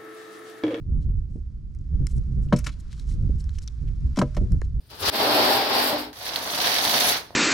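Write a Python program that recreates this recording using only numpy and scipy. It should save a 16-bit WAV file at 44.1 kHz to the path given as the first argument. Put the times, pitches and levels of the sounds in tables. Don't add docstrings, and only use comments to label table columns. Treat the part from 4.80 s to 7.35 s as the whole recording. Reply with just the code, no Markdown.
import sys
import numpy as np
from scipy import signal
from scipy.fft import rfft, irfft, next_fast_len
from scipy.io import wavfile
from scipy.ndimage import uniform_filter1d

SR = 44100
rng = np.random.default_rng(int(sys.argv[2]) if len(sys.argv) > 2 else 0)


def wav_record(signal):
    frames = np.transpose(np.atleast_2d(signal))
    bounded = np.clip(frames, -1, 1)
    quanta = np.round(bounded * 32767).astype(np.int16)
    wavfile.write(sys.argv[1], SR, quanta)


N = 112454
TIME_S = np.arange(N) / SR
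FFT_SIZE = 2 * next_fast_len((N + SR // 2) // 2)
FREQ_HZ = np.maximum(np.arange(FFT_SIZE // 2 + 1) * SR / FFT_SIZE, 1)
PUSH_END_S, ARC_END_S = .301, 1.327

# f/Hz, t60/s
ROOM_DECAY = [(250, 0.41), (1000, 0.31), (4000, 0.2), (12000, 0.053)]
# f/Hz, correlation/1
ROOM_CORRELATION = [(150, 0.93), (300, 0.75), (600, 0.52), (1100, 0.014), (16000, 0)]
# f/Hz, relative density/dB
RUMBLE_SPECTRUM = [(25, -16), (48, 11), (75, 6), (130, 2), (220, -9), (600, -19.5), (1500, -31),
                   (5000, -25), (6800, -43), (16000, -42)]
# f/Hz, level/dB
WHINE_PARTIALS = [(4662, -72), (9320, -70.5), (13980, -75)]
# f/Hz, scrape gain/dB, bump level/dB, t60/s
WALL_MODES = [(249.4, -13, -31.5, 0.59), (297.8, -10, -28.5, 0.77), (376.7, -17, -53, 0.29),
              (421.3, -15, -44, 0.96), (523.5, -18, -46, 0.34), (593, -40, -21.5, 0.2),
              (619, -11.5, -41, 0.29), (742, -19, -34, 0.35), (796, -12, -42, 0.56)]
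# f/Hz, gain/dB, t60/s
DAMPED_BLADE_MODES = [(2250, -21, .009), (3330, -18, .011), (3950, -7.5, .008), (4300, -7, .009),
                      (5700, -14, .004)]
# t/s, impulse level/dB
CRACK_IMPULSES = [(1.5598, -4.5), (1.8612, -11), (1.8735, -6), (2.0513, -6.5), (2.0768, -9), (2.1818, -6),
                  (2.2012, -8), (2.2085, -9), (2.2855, -9), (2.2903, -6)]
# t/s, half-width/s, rasp swell/dB, grit swell/dB
TOOTH_CATCHES = [(1.862, .016, 3.5, 3), (2.037, .011, 7, 3), (2.098, .004, 0, 6), (2.138, .017, 7.5, 2.5),
                 (2.208, .009, 1, 3.5), (2.291, .007, 0, 3.5)]
# t/s, crunch level/dB, rasp level/dB, hiss level/dB
PUSH_LEVELS = [(0.088, -71, -85, -72), (0.102, -49, -50, -53), (0.126, -53.5, -43.5, -59),
               (0.168, -51, -59, -53), (0.19, -39, -41, -48), (0.226, -33, -30.5, -37),
               (0.265, -28.5, -27.5, -33.5), (0.298, -21, -23.5, -30.5)]
ARC_LEVELS = [(0.305, -43, -46, -51), (0.339, -28, -28.5, -35.5), (0.375, -30.5, -32.5, -33.5),
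              (0.401, -26, -22.5, -33.5), (0.459, -27.5, -26.5, -35.5), (0.519, -25, -24, -33.5),
              (0.645, -24.5, -22.5, -32.5), (0.765, -26.5, -26, -32.5), (0.843, -30.5, -31, -41.5),
              (0.977, -25, -22.5, -34.5), (0.997, -25, -30.5, -32), (1.075, -28.5, -30, -31),
              (1.155, -34.5, -30, -43.5), (1.169, -33, -47, -47), (1.185, -33.5, -37, -40),
              (1.239, -43, -45, -51), (1.301, -63, -68, -64), (1.32, -85, -63, -89)]
PULL_LEVELS = [(1.335, -49, -52, -53), (1.4, -43, -44.5, -47), (1.47, -29, -40, -37.5),
               (1.51, -37.5, -36.5, -46), (1.56, -31.5, -34.5, -39), (1.61, -35.5, -38, -41),
               (1.72, -31.5, -34, -35.5), (1.87, -25, -29.5, -34), (1.92, -25, -31, -31.5),
               (2.0, -25, -31, -33), (2.1, -27, -28.5, -30), (2.18, -24.5, -28, -28),
               (2.29, -24.5, -28.5, -28.5), (2.37, -29, -33.5, -38), (2.41, -59, -52, -47.5),
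               (2.48, -52, -66, -64), (2.55, -65, -49, -66)]
# f/Hz, relative density/dB
PUSH_SPECTRUM = [(40, -9), (85, 12), (130, 0), (210, -6.5), (400, 3.5), (660, -0.5), (820, 2.5),
                 (1300, -0.5), (2200, -11.5), (3300, -7), (4800, -4), (6500, -16.5), (8000, -14),
                 (10000, -10), (16000, -11.5)]
ARC_SPECTRUM = [(50, -33), (100, -9.5), (195, -15.5), (250, -1.5), (470, 2), (620, 4.5), (820, 5.5),
                (1050, 1.5), (1700, -8.5), (2700, -11), (3700, -8.5), (4600, -6), (5400, -12.5),
                (6500, -27.5), (8000, -25), (10000, -22), (13000, -17), (16000, -22.5)]
PULL_SPECTRUM = [(50, -26), (110, -11.5), (170, -9.5), (270, -2), (350, -5), (550, -0.5), (720, 0.5),
                 (900, 1.5), (1350, -1.5), (1800, 0.5), (2650, -3), (3500, 1.5), (4500, 2.5), (5200, -1.5),
                 (6000, -5.5), (7000, -20.5), (8300, -21), (10700, -16.5), (16000, -19.5)]
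# f/Hz, left minus right/dB
PUSH_BALANCE = [(100, 2.5), (400, 2), (800, 8), (1300, 0), (2300, 5), (4200, -3), (5500, 11), (7000, 16),
                (11000, 11)]
ARC_BALANCE = [(150, -1), (400, 6.5), (650, 1), (1100, 2.5), (2000, 0.5), (3000, 1.5), (4200, -4),
               (5500, 2), (8200, 9.5), (12500, -1.5), (16000, -2)]
PULL_BALANCE = [(300, 0.5), (700, 0), (1200, 0.5), (1800, -2.5), (2700, -2), (3500, -8.5), (4700, -6),
                (5700, 6.5), (6800, 13), (8300, 18), (10800, 2.5), (16000, 3.5)]


def from_db(db):
    return 10 ** (np.asarray(db) / 20)


def rms(x):
    return np.sqrt(np.mean(x ** 2) + 1e-20)


def per_bin(table):
    hz, value = np.transpose(table)
    return np.interp(np.log(FREQ_HZ), np.log(hz), value)


def pan(balance_db):
    gains = from_db(np.array([[.5], [-.5]]) * balance_db)
    return gains / np.sqrt(np.mean(gains ** 2, axis=0))


def minimum_phase(gain):
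    cepstrum = irfft(np.log(gain + 1e-7))
    cepstrum[..., 1:FFT_SIZE // 2] *= 2
    cepstrum[..., FFT_SIZE // 2 + 1:] = 0
    return np.exp(rfft(cepstrum))


def filtered(x, response):
    return irfft(rfft(x, FFT_SIZE) * response)[..., :N]


def high_pass(x, hz):
    return signal.sosfilt(signal.butter(2, hz, "high", fs=SR, output="sos"), x)


def drift(bandwidth_hz):
    slow = filtered(rng.standard_normal(FFT_SIZE), 1 / (1 + (FREQ_HZ / bandwidth_hz) ** 2))
    return slow / rms(slow)


def ring(x, hz, t60_s):
    radius = from_db(-60 / (t60_s * SR))
    step_rad = 2 * np.pi * hz / SR
    return signal.lfilter([0, np.sin(step_rad)], [1, -2 * radius * np.cos(step_rad), radius ** 2], x + 1e-18)


def impulse(t_s, level_db):
    return from_db(level_db) * (np.arange(N) == int(t_s * SR))


def gate(start_s, end_s):
    return np.clip(np.minimum(TIME_S - start_s, end_s - TIME_S) / .002, 0, 1)


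def bathroom():
    noise = rfft(rng.standard_normal((2, N)), FFT_SIZE)
    gap_s, tail = .00291, 0
    for band_hz, t60_s in ROOM_DECAY:
        band = per_bin([(hz, hz == band_hz) for hz, _ in ROOM_DECAY])
        decay = from_db(-60 * TIME_S / t60_s) * (TIME_S > gap_s)
        tail += irfft(noise * band)[:, :N] * decay / np.sqrt(np.sum(decay ** 2))
    spectrum = rfft(tail, FFT_SIZE)
    mid, side = spectrum / np.sqrt(uniform_filter1d(abs(spectrum) ** 2, size=250, axis=1))
    correlation = per_bin(ROOM_CORRELATION)
    return np.sqrt((1 + correlation) / 2) * mid + np.sqrt((1 - correlation) / 2) * side * [[1], [-1]]


def in_room(x, room, room_db):
    return filtered(x, 1 + from_db(room_db) * room)


def rumble(mid_db=-52.5, side_gain_db=-10):
    mid, side = filtered(rng.standard_normal((2, FFT_SIZE)), from_db(per_bin(RUMBLE_SPECTRUM)))
    return from_db(mid_db) * (mid + from_db(side_gain_db) * side * [[1], [-1]]) / rms(mid)


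def whine():
    return sum(from_db(db) * drift(bandwidth_hz=90) * np.sin(2 * np.pi * hz * TIME_S)
               for hz, db in WHINE_PARTIALS)


def knock(room):
    return in_room(ring(impulse(t_s=2.5065, level_db=-27.5), hz=710, t60_s=.0078), room, room_db=-4)


def squeeze(peak_s=2.275, half_width_s=.05, centre_hz=11000, half_width_hz=900, level_db=-30):
    hiss = filtered(rng.standard_normal((2, N)), 1 / (1 + ((FREQ_HZ - centre_hz) / half_width_hz) ** 2))
    swell = np.exp(-((TIME_S - peak_s) / half_width_s) ** 2)
    return from_db(level_db) * swell * hiss / rms(hiss)


def cracks(room, crumble_s=.0015, crumble_db=-27, clink_db=-2.5, fizz_db=-14):
    snaps = sum(impulse(t_s, db) for t_s, db in CRACK_IMPULSES)
    decays = signal.lfilter([1], [1, -np.exp(-1 / (crumble_s * SR))], snaps + 1e-18)
    crumbling = decays * rng.standard_normal(N)
    force = snaps + from_db(crumble_db) * crumbling
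    blade = sum(from_db(db + clink_db) * ring(force, hz, t60_s) for hz, db, t60_s in DAMPED_BLADE_MODES)
    clink = signal.sosfilt(signal.butter(6, [1900, 5200], "band", fs=SR, output="sos"), blade)
    fizz = from_db(fizz_db) * high_pass(crumbling, hz=10000)
    return in_room(pan(balance_db=-7) * clink + fizz, room, room_db=-10)


def trowel_note(re_rasp_db=-8):
    t_s, _, rasp_db, _ = np.transpose(PULL_LEVELS)
    note = ring(rng.standard_normal(N), hz=713, t60_s=.053)
    return from_db(np.interp(TIME_S, t_s, rasp_db) + re_rasp_db) * note / rms(note)


def wall_ring(slips, bump_s=1.128, start_db=3.5, fade_db_per_s=10):
    t_s, _, rasp_db, _ = np.transpose(ARC_LEVELS)
    coupling_db = start_db - fade_db_per_s * (TIME_S - PUSH_END_S)
    force = slips * from_db(np.interp(TIME_S, t_s, rasp_db) + coupling_db)
    wall = 0
    for hz, scrape_db, bump_db, t60_s in WALL_MODES:
        mode_rms_gain = np.sqrt(t60_s * SR / (4 * np.log(1000)))
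        wall += ring(from_db(scrape_db) * force / mode_rms_gain + impulse(bump_s, bump_db), hz, t60_s)
    return high_pass(wall, hz=200)


def grains(per_s, spread_db, clump_db, clump_hz):
    sizes = from_db(spread_db * np.minimum(rng.exponential(1, N), 3)) * rng.choice([-1, 1], N)
    clumps = from_db(clump_db * np.minimum(drift(clump_hz), 1.3))
    impacts = (rng.random(N) < per_s / SR) * sizes * clumps
    return impacts / rms(impacts)


def scrape(drives, levels, spectrum, balance, rooms, room_db, trims_db):
    rasp_top_hz, crunch_top_hz, max_ear_lag_s = 1500, 6500, .000361
    above_rasp = 1 - 1 / (1 + (FREQ_HZ / rasp_top_hz) ** 10)
    above_crunch = 1 - 1 / (1 + (FREQ_HZ / crunch_top_hz) ** 20)
    bands = above_rasp * (1 - above_crunch), 1 - above_rasp, above_crunch
    t_s, *envelopes_db = np.transpose(levels)
    on_part = rng.integers(0, len(rooms), N) == np.arange(len(rooms))[:, None]
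    parts, stereo = 0, 0
    for band, envelope_db, drive, trim_db in zip(bands, envelopes_db, drives, trims_db):
        colour = from_db(per_bin(spectrum)) * np.sqrt(band)
        force = drive * from_db(np.interp(TIME_S, t_s, envelope_db) + trim_db)
        parts += rfft(on_part * force, FFT_SIZE) * minimum_phase(colour / rms(colour))
    for part, room, angle_rad in zip(parts, rooms, np.linspace(-1, 1, len(rooms))):
        ear_lag_s = max_ear_lag_s * np.sin(angle_rad)
        direct = np.exp(1j * np.pi * FREQ_HZ * ear_lag_s * [[1], [-1]])
        stereo += part * (direct + from_db(room_db) * room)
    return irfft(stereo * pan(per_bin(balance)))[:, :N] / np.sqrt((1 + from_db(room_db) ** 2) / 2)


def push(rooms):
    slips = grains(per_s=2800, spread_db=4, clump_db=.5, clump_hz=59)
    sand = grains(per_s=11000, spread_db=3.5, clump_db=4.5, clump_hz=60)
    fine_sand = grains(per_s=11000, spread_db=4, clump_db=4, clump_hz=58)
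    return scrape([sand, slips, fine_sand], PUSH_LEVELS, PUSH_SPECTRUM, PUSH_BALANCE, rooms,
                  room_db=6, trims_db=(1.2, -1.5, 2.2))


def arc(rooms):
    slips = grains(per_s=3000, spread_db=2, clump_db=1.5, clump_hz=49.7)
    sand = grains(per_s=8200, spread_db=2, clump_db=1.5, clump_hz=60.3)
    fine_sand = grains(per_s=17000, spread_db=3.5, clump_db=2.2, clump_hz=60)
    scraping = scrape([sand, slips, fine_sand], ARC_LEVELS, ARC_SPECTRUM, ARC_BALANCE, rooms,
                      room_db=8, trims_db=(.1, -1.8, .1))
    return scraping + wall_ring(slips)


def pull(rooms, judder_db=2):
    t_s, half_width_s, rasp_db, grit_db = np.transpose(TOOTH_CATCHES)
    catches = np.exp(-((TIME_S - t_s[:, None]) / half_width_s[:, None]) ** 2)
    swells = from_db(np.array([grit_db, rasp_db, grit_db]) @ catches)
    judder = from_db(judder_db * np.tanh(drift(bandwidth_hz=80)))
    slips = grains(per_s=2200, spread_db=2.5, clump_db=2, clump_hz=90)
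    sand = grains(per_s=7000, spread_db=4, clump_db=3.5, clump_hz=170)
    fine_sand = grains(per_s=8700, spread_db=2.5, clump_db=3.5, clump_hz=200)
    drives = judder * swells * np.array([sand, slips, fine_sand])
    scraping = scrape(drives, PULL_LEVELS, PULL_SPECTRUM, PULL_BALANCE, rooms,
                      room_db=-2.5, trims_db=(-1.3, -3, -.5))
    return scraping + trowel_note() + squeeze() + cracks(rooms[0]) + knock(rooms[0])


def scene():
    rooms = [bathroom() for _ in range(6)]
    strokes = (push(rooms) * gate(0, PUSH_END_S)
               + arc(rooms) * gate(PUSH_END_S, ARC_END_S)
               + pull(rooms) * gate(ARC_END_S, N / SR))
    return rumble() + whine() + strokes


def record(dry, bass_cut_hz=58, top_cut_hz=15800):
    top_cut = minimum_phase(1 / np.sqrt(1 + (FREQ_HZ / top_cut_hz) ** 300))
    return filtered(high_pass(dry, bass_cut_hz), top_cut)


dry = scene()
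out = record(dry)
wav_record(out)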